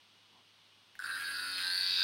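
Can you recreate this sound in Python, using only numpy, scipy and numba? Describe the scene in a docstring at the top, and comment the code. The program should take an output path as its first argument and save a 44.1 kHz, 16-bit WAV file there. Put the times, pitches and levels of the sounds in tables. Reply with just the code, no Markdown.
"""A small room close to one microphone: hiss, hum and a thin whine, with one soft low shuffle at 0.37 s.
Just before 1 s a thumb taps a hair clipper's switch and slides it; it snaps over and rattles.
The motor starts a little slow and settles; the blade knocks at both ends of its stroke, ringing housing,
cover and steel, and the teeth hiss as they slide, over a soft motor hum.
As the clipper is lifted to the head and turned, the balance of the parts and the blade's ring wander."""
import sys
import numpy as np
from scipy import signal
from scipy.fft import rfft, irfft
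from scipy.io import wavfile
from scipy.ndimage import uniform_filter1d
from numba import njit

SR = 44100
rng = np.random.default_rng(int(sys.argv[2]) if len(sys.argv) > 2 else 0)


def put_to_file(sound):
    """Save the sound as 16-bit audio at rate SR, in the file named by the first command-line argument."""
    columns = np.atleast_2d(sound).T  # one column per channel
    safe = np.clip(columns, -1, 1)
    whole_steps = np.round(safe * 32767)
    wavfile.write(sys.argv[1], SR, whole_steps.astype(np.int16))


N = 89919
T = np.arange(N) / SR  # time [s]

FLOOR_DB = -65  # rms of the background hiss
SHUFFLE_S, SHUFFLE_WIDTH_S, SHUFFLE_DB = 0.365, 0.045, -67  # centre, width, peak level
TOUCH_S, TOUCH_DB, SCRAPE_S, SCRAPE_DB = .9535, -52, .022, -61  # thumb tap; decay and level of its slide
ON_S, STROKE_HZ = 1.0001, 91.8  # motor start, full stroke rate
RUN_UP_S, SLOW_START_HZ = .15, 2.3  # settling time, how far below full rate the motor starts
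RETURN_AT, RETURN_DB = .5, -15  # place of the return knock in the cycle, friction on the return stroke
JITTER_S, SCATTER_DB = 1.4e-5, 2  # random spread of knock times and strengths
LOOSE_S, SETTLE_S = 0.00015, 0.16  # extra jitter at the start, and how fast it settles
EVEN_S = .044  # window of the short-term power
LIFT_S, LIFT_TIME_S = 1.61, .035  # middle and pace of the lift
RING_WIDTH_HZ = 210  # width of the wandering blade ring
HUM_ATTACK_S = .035  # rise of the motor hum
ROOM_T60_S, ROOM_GAP_S, MOVE_S = 0.44, 0.00066, 0.221  # decay, first reflection, time between patterns
EARLY, EARLY_S = 1, 0.0075  # strength and decay of reflections off nearby things
TOP_HZ = 15800  # upper limit of the recorder

# steady background tones: (frequency [Hz], level [dB])
TONES = [(102.3, -79.5), (2924, -72.5), (3142, -79.5), (3359, -75), (3575, -79.5)]
# resonances of the sliding teeth: (frequency [Hz], relative level [dB])
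TEETH = [(3000, -18), (7400, -20), (8300, -4), (9300, 7), (10300, -3), (11500, -1.5), (12400, -16),
         (13200, -7), (14100, -20), (15200, -7.5)]


def undb(db):
    """Turn decibels into an amplitude factor."""
    return 10 ** (np.asarray(db) / 20)


def unit(x):
    """Scale to rms 1."""
    return x / np.sqrt(np.mean(x ** 2) + 1e-20)


def colour(x, points):
    """Causal minimum-phase filter with the given (frequency [Hz], level [dB]) response."""
    hz, db = np.array(points, float).T
    size = 8192
    bins_hz = np.arange(size // 2 + 1) * SR / size
    gain = undb(np.interp(np.log(bins_hz + 1), np.log(hz), db))
    # folding the cepstrum makes the response start at once, as a struck body does
    cepstrum = irfft(np.log(gain))
    cepstrum[1:size // 2] *= 2
    cepstrum[size // 2 + 1:] = 0
    return signal.fftconvolve(x, irfft(np.exp(rfft(cepstrum))))[:N]


def background():
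    """Coloured noise for the hiss, sines for hum and whine, and one soft low swell of noise."""
    # hiss spectrum: (frequency [Hz], relative density [dB per Hz])
    hiss_curve = [(30, -48), (70, -16), (110, -11), (200, -5.5), (600, -10), (1000, -5), (1800, -8.5),
                  (3200, -1.5), (4300, -5), (6200, -14.5), (7500, -26), (8300, -17.5), (11000, -26.5),
                  (15500, -30)]
    hiss = undb(FLOOR_DB) * unit(colour(rng.standard_normal(N), hiss_curve))
    tones = sum(undb(db) * np.sin(2 * np.pi * hz * T) for hz, db in TONES)
    low_band = [(80, -24), (190, 0), (600, -10), (1050, 0), (1600, -48)]
    shuffle = unit(colour(rng.standard_normal(N), low_band))
    swell = np.exp(-((T - SHUFFLE_S) / SHUFFLE_WIDTH_S) ** 2)
    return hiss + tones + undb(SHUFFLE_DB) * shuffle * swell


def impulses(times, sizes):
    """Sharp pushes placed between the samples as windowed sincs."""
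    out = np.zeros(N)
    at = times[:, None] * SR
    index = at.astype(int) + np.arange(-7, 9)
    shape = np.sinc(index - at) * np.cos(np.pi * (index - at) / 16) ** 2
    ok = index < N
    np.add.at(out, index[ok], (sizes[:, None] * shape)[ok])
    return out


def room(x, wet_db, direct=1):
    """Direct sound plus reflections whose pattern changes as the source moves; the total power is kept."""
    t = T[:N // 4]
    tail = (undb(-60 * t / ROOM_T60_S) + EARLY * np.exp(-t / EARLY_S)) * (t > ROOM_GAP_S)
    place = np.maximum(T - ON_S, 0) / MOVE_S
    out = x * direct
    for k in range(8):
        ir = tail * rng.standard_normal(len(t))
        near = np.cos(np.pi / 2 * np.clip(place - k, -1, 1))  # crossfade between neighbouring places
        out += undb(wet_db) * signal.fftconvolve(x * near, ir / np.linalg.norm(ir))[:N]
    return out / np.sqrt(direct ** 2 + undb(wet_db) ** 2)


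def switch(ring_s=.005):
    """The thumb taps the switch and slides it; it snaps over and rattles, knocking the housing."""
    # switch clicks: (time [s], level [dB], treble level relative to the click [dB])
    clicks = [(0.9915, -38, -19), (0.9995, -43, -25), (1.0165, -49, -25), (1.0225, -45, -25),
              (1.0398, -37.5, -25), (1.0595, -41, -25)]
    # resonances of switch and housing: (frequency [Hz], relative level [dB])
    switch_body = [(500, -60), (1150, -29.5), (1480, 11), (1680, 5.5), (2100, -44), (3000, -33),
                   (4200, -13), (4700, -30), (5300, -9), (6300, -38), (7600, -12.5), (8200, -47)]
    ring_norm = np.sqrt(ring_s * SR)  # levels are rms over ring_s

    scrape = unit(colour(rng.standard_normal(N), [(1300, 2), (2100, 10), (2600, 5), (4000, -9)]))
    fade = (T > TOUCH_S) * np.exp(-np.abs(T - TOUCH_S) / SCRAPE_S)
    out = undb(SCRAPE_DB) * scrape * fade

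    push = impulses(np.array([TOUCH_S]), np.ones(1))
    tap = colour(push, [(900, -34), (1450, 2), (1850, 9), (2900, -22)])
    out = out + undb(TOUCH_DB) * tap / np.linalg.norm(tap) * ring_norm

    times, db, bright = np.array(clicks).T
    for points, sizes in ((switch_body, undb(db)), (TEETH, undb(db + bright))):
        ring = colour(impulses(times, sizes), points)
        out = out + ring / np.linalg.norm(ring) * np.linalg.norm(sizes) * ring_norm
    return room(out, wet_db=-6.5)


def knocks(turns, return_db):
    """The blade hits each end of its stroke, loosely at first."""
    stroke = np.arange(240) // 2
    back = np.arange(len(stroke)) % 2  # 1 on the return knock
    late, strength = rng.standard_normal((len(stroke), 2)).T
    running = T >= ON_S
    times = np.interp(stroke + RETURN_AT * back, turns[running], T[running], right=2 * T[-1])
    times = times + late * (JITTER_S + LOOSE_S * np.exp(-(times - ON_S) / SETTLE_S))
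    return unit(impulses(times, undb(SCATTER_DB * strength + return_db * back)))


def rub(turns, decay, steady):
    """Sliding friction as noise, strongest just after each knock; decay is in cycles."""
    forward = np.exp(-(turns % 1) / decay)
    back = undb(RETURN_DB) * np.exp(-((turns - RETURN_AT) % 1) / decay)
    return unit((forward + back + steady) * (T > ON_S) * rng.standard_normal(N))


def even(x):
    """Hold the short-term power of a running part at 1."""
    on = 1. * (T > ON_S)
    window = int(EVEN_S * SR)
    power = uniform_filter1d(x ** 2, window)
    return on * x * np.sqrt(np.abs(uniform_filter1d(on, window)) / (np.abs(power) + 1e-12))


def part(turns, points, return_db, rub_db, wet_db, low_held_db):
    """One part rung by knocks and friction; low_held_db sets its direct sound before the lift."""
    drive = knocks(turns, return_db) + undb(rub_db) * rub(turns, decay=0.081, steady=0.17)
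    still_low = (1 - np.tanh((T - LIFT_S) / LIFT_TIME_S)) / 2
    return even(room(colour(drive, points), wet_db, undb(low_held_db * still_low)))


@njit
def band(x, hz, width):
    """Band-pass (state-variable filter) with a moving centre, gain 1 there."""
    y, b, l = np.empty(len(x)), 0., 0.  # b and l: band and low states
    for i in range(len(x)):
        g, k = np.tan(np.pi * hz[i] / SR), width / hz[i]
        v = (b + g * (x[i] - l)) / (1 + g * (g + k))
        b, l, y[i] = 2 * v - b, l + 2 * g * v, k * v
    return y


def turned(x):
    """One narrow ring of the blade stands out and wanders as the clipper is turned in the hand."""
    # strongest blade ring: (time [s], frequency [Hz], emphasis [dB])
    blade_ring = [(1.04, 4690, -2), (1.12, 4080, 14), (1.17, 4000, -1), (1.25, 4490, 2.5),
                  (1.48, 4550, 15.5), (1.57, 4300, 2), (1.66, 3880, -12), (1.73, 4450, 14), (2.03, 4560, 0)]
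    times, hz, db = np.array(blade_ring, float).T
    ring = band(x, np.interp(T, times, hz), float(RING_WIDTH_HZ))
    return even(x + undb(np.interp(T, times, db)) * ring)


def harmonics(turns, lines, times, levels):
    """Clean multiples of the stroke rate under one level curve."""
    tones = sum(undb(db) * np.sin(2 * np.pi * (round(k) * turns + rng.random())) for k, db in lines)
    return undb(np.interp(T, times, levels)) * tones


def clipper():
    """The motor settles to full speed and drives housing, cover, blade and teeth over a soft hum."""
    # part levels as it is lifted and turned:
    # (time [s], housing level [dB], cover level [dB], blade level [dB], teeth level [dB])
    part_levels = [(1.0, -45, -70, -60, -58), (1.028, -51, -57, -60.5, -61),
                   (1.045, -44, -60, -48.5, -54.5), (1.106, -38.5, -51, -52, -53),
                   (1.127, -43, -57.5, -44.5, -52), (1.222, -40, -47, -51, -51.5),
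                   (1.26, -43, -52, -41.5, -52), (1.3, -40.5, -49, -48.5, -48.5),
                   (1.36, -41, -52, -41.5, -52), (1.464, -41, -49.5, -43.5, -49.5),
                   (1.564, -45.5, -48.5, -38, -52), (1.584, -43, -41.5, -40.5, -49.5),
                   (1.65, -44, -48.5, -36.5, -49), (1.77, -45, -48.5, -33.5, -47.5),
                   (1.946, -51, -44, -32, -56.5), (2.03, -43, -41, -29.5, -58.5)]
    # resonances of each part: (frequency [Hz], relative level [dB])
    housing_body = [(100, -59), (400, -62), (800, -34), (1150, -14.5), (1290, -12.5), (1380, 0.5),
                    (1470, -3), (1560, -0.5), (1650, 1.5), (1760, -2.5), (1950, -9.5), (2400, -44),
                    (4000, -42.5)]
    cover_body = [(1500, -32), (2000, -2), (2200, -5), (2570, 4), (2900, -4.5), (3300, -3.5), (4200, -22.5)]
    blade_body = [(2500, -43.5), (3300, -23), (3800, -5.5), (4200, -11), (4500, -10), (4950, -9.5),
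                  (5450, -29), (6300, -36.5), (7300, -52), (9000, -58)]
    # motor hum: (multiple of the stroke rate, relative level [dB])
    low_lines = [(3, 2), (4, -11.5), (6, -11)]
    middle_lines = [(9, -1), (10, -2), (11, 2.5)]
    # motor hum over time: (time [s], low level [dB], middle level [dB])
    hum_levels = [(1.05, -76, -83), (1.3, -69, -72.5), (1.55, -65.5, -71.5), (1.67, -71, -59.5),
                  (1.77, -75, -67), (2.03, -73, -69.5)]
    # the stroke harmonic that meets the main housing resonance: (time [s], level [dB])
    singing_levels = [(1.03, -61), (1.11, -38), (1.16, -37), (1.21, -52), (1.29, -33.5), (1.36, -65.5),
                      (1.58, -45), (1.67, -35.5), (1.81, -43), (1.95, -55), (2.02, -36.5)]

    since = np.maximum(T - ON_S, 0)
    speed = (STROKE_HZ - SLOW_START_HZ * np.exp(-since / RUN_UP_S)) * (since > 0)
    turns = np.cumsum(speed) / SR

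    housing = part(turns, housing_body, return_db=-12, rub_db=-10, wet_db=3.5, low_held_db=0)
    cover = part(turns, cover_body, return_db=-10, rub_db=-7, wet_db=8, low_held_db=-3)
    blade = turned(part(turns, blade_body, return_db=-7, rub_db=-8, wet_db=-1, low_held_db=-8))
    teeth = part(turns, TEETH, return_db=-18, rub_db=7, wet_db=5, low_held_db=1.5)
    times, *levels = np.array(part_levels).T
    parts = (housing, cover, blade, teeth)
    buzz = sum(x * undb(np.interp(T, times, db)) for x, db in zip(parts, levels))

    times, low, middle = np.array(hum_levels).T
    hum = harmonics(turns, low_lines, times, low) + harmonics(turns, middle_lines, times, middle)
    singing = harmonics(turns, [(17, 0)], *np.array(singing_levels).T)
    whirr_curve = [(60, -36), (145, 0), (190, -10), (280, 0), (600, -4), (1000, -2), (2000, -20)]
    whirr = undb(-65) * unit(colour(rng.standard_normal(N), whirr_curve))
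    drone = undb(-74.0) * np.sin(2 * np.pi * TONES[0][0] * T)  # the low hum grows while the motor runs
    attack = 1 - np.exp(-(since / HUM_ATTACK_S) ** 2)
    return buzz + (hum + singing + whirr + drone) * attack


def scene():
    """Background, switch and clipper at one microphone."""
    return (background() + switch() + clipper())[None]


def record(dry):
    """The recorder cuts the top with a steep elliptic low-pass."""
    return signal.sosfilt(signal.ellip(10, .2, 70, TOP_HZ, fs=SR, output="sos"), dry)


dry = scene()
out = record(dry)
put_to_file(out)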